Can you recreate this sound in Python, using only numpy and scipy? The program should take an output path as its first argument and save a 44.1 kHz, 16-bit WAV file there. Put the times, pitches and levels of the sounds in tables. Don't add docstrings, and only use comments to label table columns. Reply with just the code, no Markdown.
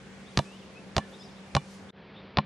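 import sys
import numpy as np
from scipy import signal
from scipy.io import wavfile
from scipy.ndimage import uniform_filter1d

SR = 44100
rng = np.random.default_rng(int(sys.argv[2]) if len(sys.argv) > 2 else 0)


def ratio(d):
    e = np.asarray(d, float) / 20
    return 10 ** e


def generate_wav(signal):
    frames = np.transpose(np.atleast_2d(signal))
    scaled = np.clip(frames, -1, 1) * 32767
    pcm = np.round(scaled).astype(np.int16)
    wavfile.write(sys.argv[1], SR, pcm)


N = 108265
LEFT_RIGHT = np.array([[1], [-1]])


def unit(x):
    return x / np.sqrt(np.mean(x ** 2))


def band(x, hz, width_hz):
    return signal.lfilter(*signal.iirpeak(hz, hz / width_hz, SR), x)


def walk(rate_hz):
    hold = int(SR / rate_hz)
    steps = np.repeat(rng.standard_normal(N // hold + 1), hold)
    return 1.31 * uniform_filter1d(uniform_filter1d(steps, hold), hold)[:N]


def ring(t, modes, scale_hz, rise_s):
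    scatter_db, jitter = 2.5, .005
    hz, db, t60_s = np.array(modes).T
    chance = rng.standard_normal((len(modes), 3))
    after = np.maximum(t, 0)[:, None]
    level = ratio(db + scatter_db * chance[:, 0])
    decay = np.exp(-np.log(1000) * after / t60_s)
    pitch_hz = hz * scale_hz * (1 + jitter * chance[:, 1])
    tones = level * decay * np.sin(2 * np.pi * pitch_hz * after + chance[:, 2])
    return tones.sum(axis=1) * (1 - np.exp(-after[:, 0] / rise_s))


def ball():
    # start_s, click_db, shell_hz, shell_db, left_minus_right_db
    slaps = [
        (0.374, -5.5, 892, -20.5, -2.5),
        (0.966, -8, 652, -17, -2.1),
        (1.5508, -7, 565, -14, -2),
        (2.3714, -7, 720, -14.5, 2),
    ]
    # start_s, click_db, shell_hz, shell_db, thump_db
    lifts = [
        (0.3904, -10.5, 681, -16, -20),
        (0.981, -9.5, 760, -16, -21),
        (1.5662, -11.5, 799, -15.5, -22),
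        (2.3856, -6, 768, -14.5, -21.5),
    ]
    out = np.zeros((2, N + SR))
    for slap, lift in zip(slaps, lifts):
        slap_s, slap_db, slap_hz, slap_shell_db, pan_db = slap
        lift_s, lift_db, lift_hz, lift_shell_db, thump_db = lift
        first = int(slap_s * SR) - 200
        t = (first + np.arange(SR // 3)) / SR - slap_s
        gap_s = lift_s - slap_s
        press = contact(t, 1.05, 1, .0035, slap_db, slap_hz, slap_shell_db)
        peel = contact(t - gap_s, .45, -1, .001, lift_db, lift_hz, lift_shell_db)
        mid, side = press + peel
        mid = mid + ratio(thump_db) * thump(t, gap_s) + cavity(t - gap_s)
        out[:, first:first + len(t)] += ratio(pan_db / 2 * LEFT_RIGHT) * mid + side * LEFT_RIGHT
    return out[:, :N]


def contact(t, rebound, sign, rise_s, click_db, shell_hz, shell_db):
    # pitch_hz, level_db, t60_s
    skin = [
        (1490, -3, .012),
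        (2930, 0, .014),
        (3920, -4, .009),
        (4900, -6, .007),
        (6770, -8, .005),
    ]
    # pitch_ratio, level_db, t60_s
    shell_modes = [
        (1.01, 0, .032),
        (.74, -6, .03),
        (.88, -4, .03),
        (1.17, -3, .035),
        (1.38, -4, .035),
        (1.8, -9, .025),
        (2.35, -12, .02),
    ]
    click_s, crossing_s, crossing_db = .000041, .0017, -9
    grit_hz, grit_width_hz = 2800, 6000
    crackle_db, crackle_s, tail_db, tail_s = -24, .0025, -35.5, .013

    def bump(v):
        return np.exp(-.5 * (v / click_s) ** 2)

    def snap(v):
        swing_back = bump(v - 2.6 * click_s) + .4 * bump(v / 1.4 - 5.6 * click_s)
        return sign * (bump(v) - rebound * swing_back)

    click = sum(ratio(crossing_db * k * k) * snap(t - k * crossing_s) for k in range(3))
    after = np.maximum(t, 0)
    noise = rng.standard_normal((2, len(t))) * (t > 0)
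    noise = band(band(noise, grit_hz, grit_width_hz), grit_hz, grit_width_hz)
    crackle = ratio(crackle_db) * np.exp(-after / crackle_s)
    tail = ratio(tail_db) * np.exp(-after / tail_s)
    grit = unit(noise) * (crackle + tail)
    mid = ratio(click_db) * (click + ratio(-16) * ring(t, skin, 0.97, 0.00034) + grit[0])
    rings = [ring(t, shell_modes, shell_hz, rise_s) for _ in range(2)]
    shell = ratio(shell_db) * np.array(rings)
    side = ratio(-12.5) * (ratio(click_db + 5.5) * grit[1] + shell[1])
    return np.array([mid + shell[0], side])


def thump(t, gap_s):
    # pitch_hz, level_db, t60_s
    slab_modes = [
        (146.6, 3, .08),
        (206.3, -2.5, 0.088),
        (261, -6.5, 0.064),
        (370, -9, 0.053),
    ]
    thump_hz, t60_s, rise_s, stop_s = 81, .4, .0015, .003
    after = np.maximum(t, 0)
    squash = np.sin(2 * np.pi * thump_hz * (after - .0003)) * np.exp(-np.log(1000) * after / t60_s)
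    rise = 1 - np.exp(-after / rise_s)
    stop = np.exp(-np.maximum(t - gap_s - stop_s, 0) / stop_s)
    slab = ring(t, slab_modes, 0.99, 0.0019) + ratio(-4) * ring(t - gap_s, slab_modes, 1, 0.001)
    return squash * rise * stop + slab


def cavity(t):
    # pitch_hz, level_db, t60_s
    air_modes = [
        (1175, -41, .1),
        (1805, -46, .22),
        (2430, -49, .22),
        (3020, -48, .14),
        (3610, -51, .13),
        (4190, -53, .12),
    ]
    flutter_db, flutter_hz = 4, 89.4
    out = 0
    for mode in air_modes:
        out = out + ring(t, [mode], 0.97, .001) * ratio(flutter_db * walk(flutter_hz)[:len(t)])
    return out


def birds(t):
    # start_s, length_s, from_hz, to_hz, level_db, roughness (0-1)
    notes = [(0.256, 0.043, 3380, 3840, -56.5, 0.5), (0.308, 0.016, 3460, 3300, -59, 0.7),
             (0.449, 0.0763, 2490, 2710, -55, 0), (0.508, .065, 2680, 3100, -56.5, 0.2),
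             (0.568, 0.039, 3500, 3410, -60, .3), (0.61, .03, 3380, 2410, -59, 0.1),
             (0.751, 0.047, 2477, 2670, -50, 0), (1.123, 0.032, 3400, 3770, -52, 0.5),
             (1.184, 0.051, 5280, 4900, -53.5, 0.2), (1.191, 0.053, 3150, 3920, -56.5, 0.2),
             (1.23, 0.039, 5900, 4610, -55.5, .1), (1.215, 0.15, 5200, 5200, -69, .45),
             (1.284, 0.018, 3920, 3310, -56, 0.3), (1.349, 0.045, 3220, 4200, -66, .35),
             (1.888, 0.022, 3420, 3900, -55, 0.87), (2.142, 0.059, 3370, 3795, -53.5, 0.74),
             (2.193, 0.026, 3490, 3700, -63, .6)]
    out = np.zeros(N)
    rasp, flutter = walk(500), ratio(2 * walk(120))
    for start_s, length_s, from_hz, to_hz, db, rough in notes:
        u = np.clip((t - start_s) / length_s, 0, 1)
        glide_hz = from_hz + (to_hz - from_hz) * u
        phase = 2 * np.pi * np.cumsum(glide_hz) / SR + (.12 + 3 * rough ** 2) * rasp
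        out += ratio(db) * flutter * np.sin(np.pi * u) ** .5 * np.sin(phase)
    return out + ratio(-9) * np.roll(out, 500) + ratio(-15) * np.roll(out, 1300)


def swish(t):
    start_s, length_s, from_hz, to_hz, level_db = .03, .36, 5200, 9300, -75.5
    u = np.clip((t - start_s) / length_s, 0, 1)
    hz = from_hz + (to_hz - from_hz) * np.sqrt(u)
    tone = np.sin(2 * np.pi * np.cumsum(hz) / SR)
    return ratio(level_db) * np.sqrt(np.sin(np.pi * u)) * walk(2200) * tone


def hum():
    # pitch_hz, level_db
    tones = [
        (193.8, -52),
        (387.6, -62),
        (452.2, -64),
        (527.6, -62.5),
    ]
    waver_db, drift_ratio = 1.5, .004
    drift_s = np.cumsum(1 + drift_ratio * walk(12.14)) / SR
    out = 0
    for hz, db in tones:
        tone = ratio(2 + waver_db * walk(30)) * np.sin(2 * np.pi * hz * drift_s)
        haze = ratio(-7) * unit(band(rng.standard_normal(N), hz, 31))
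        out = out + ratio(db) * (tone + haze)
    return out


def leaves(t):
    # time_s, level_db
    gusts = [
        (0.0, -78),
        (0.448, -59.5),
        (0.692, -74.5),
        (0.984, -68.5),
        (1.142, -63),
        (1.422, -70.5),
        (1.746, -59),
        (1.868, -72.5),
        (1.9, -84),
    ]
    mid, side = unit(band(rng.standard_normal((2, N)), 5420, 3300))
    breeze = ratio(np.interp(t, *np.array(gusts).T) + 0.37 * walk(16))
    return breeze * (mid + ratio(-9.5) * side * LEFT_RIGHT)


def town():
    # pitch_hz, level_db (per Hz)
    spectrum = [(18, -47), (30, -8), (124, -7), (199, -3.5), (231, -13.5), (380, -10.5), (625, -14),
                (2520, -20.5), (11500, -44.5), (15000, -75), (22000, -120)]
    level_db, wide_db, flicker_db = -49.5, -5, 1.5
    curve_hz, curve_db = np.array(spectrum).T
    out, swell = 0, walk(2.99)
    for hz in 35 * 2 ** np.arange(0, 8.6, .5):
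        mid, side = band(band(rng.standard_normal((2, N)), hz, hz / 2), hz, hz / 2)
        db = np.interp(np.log(hz), np.log(curve_hz), curve_db)
        db = db + flicker_db * (swell / 2 + walk(9.55))
        width = ratio(wide_db) * min(0.51 + hz / 3000, 1.6)
        out = out + ratio(db) * (mid + width * side * LEFT_RIGHT)
    return ratio(level_db) * unit(out)


def scene():
    t = np.arange(N) / SR
    park = town() + leaves(t)
    machine = hum() * ratio(.3 * LEFT_RIGHT)
    air = (birds(t) + swish(t)) * ratio(1.5 * LEFT_RIGHT)
    return ball() + park + machine + air


def patchy(x):
    edge_hz, spread_hz, keep_db = 11050, 1000, -68
    width = 8
    mid_side = np.array([x[0] + x[1], x[0] - x[1]]) / 2
    hz, _, z = signal.stft(mid_side, SR, nperseg=1024)
    chance = rng.standard_normal((len(hz) // width + 1, z.shape[2]))
    chance = uniform_filter1d(chance, size=4, axis=1)
    edge = edge_hz + 2 * spread_hz * np.repeat(chance, width, axis=0)[:len(hz)]
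    loud = np.abs(z[0, 200:260]).mean(axis=0) > ratio(keep_db)
    z = z * ((hz[:, None] // 345 * 345 < edge) | loud)
    z[1] *= hz[:, None] < 11800
    mid, side = signal.istft(z, SR, nperseg=1024)[1][:, :N]
    return np.array([mid + side, mid - side])


def band_limit(x):
    return signal.sosfilt(signal.butter(12, 14120, fs=SR, output="sos"), x)


def record(dry):
    change_s, fade_out_s, fade_in_s = 1.9065, .015, .036
    t = np.arange(N) / SR - change_s
    dry = signal.sosfiltfilt(signal.butter(2, 48.4, "high", fs=SR, output="sos"), dry)
    dry = signal.sosfilt(signal.butter(4, 12800, fs=SR, output="sos"), dry)
    dry = patchy(dry)
    mono = dry.mean(axis=0)
    dull = signal.sosfilt(signal.butter(7, 4700, fs=SR, output="sos"), mono)
    dull = dull + ratio(-34) * mono
    first = np.maximum(np.clip(-t / .001, 0, 1), ratio(-24) * np.clip(1 - t / fade_out_s, 0, 1))
    fade_in = 1 - np.exp(-np.maximum(t - fade_out_s, 0) / fade_in_s)
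    second = (t > 0) * (ratio(-36) + ratio(-0.5) * fade_in)
    top_cut = signal.ellip(8, .2, 70, 13300, fs=SR, output="sos")
    mix = signal.sosfilt(top_cut, first * dry + second * dull)
    return band_limit(mix)


dry = scene()
out = record(dry)
generate_wav(out)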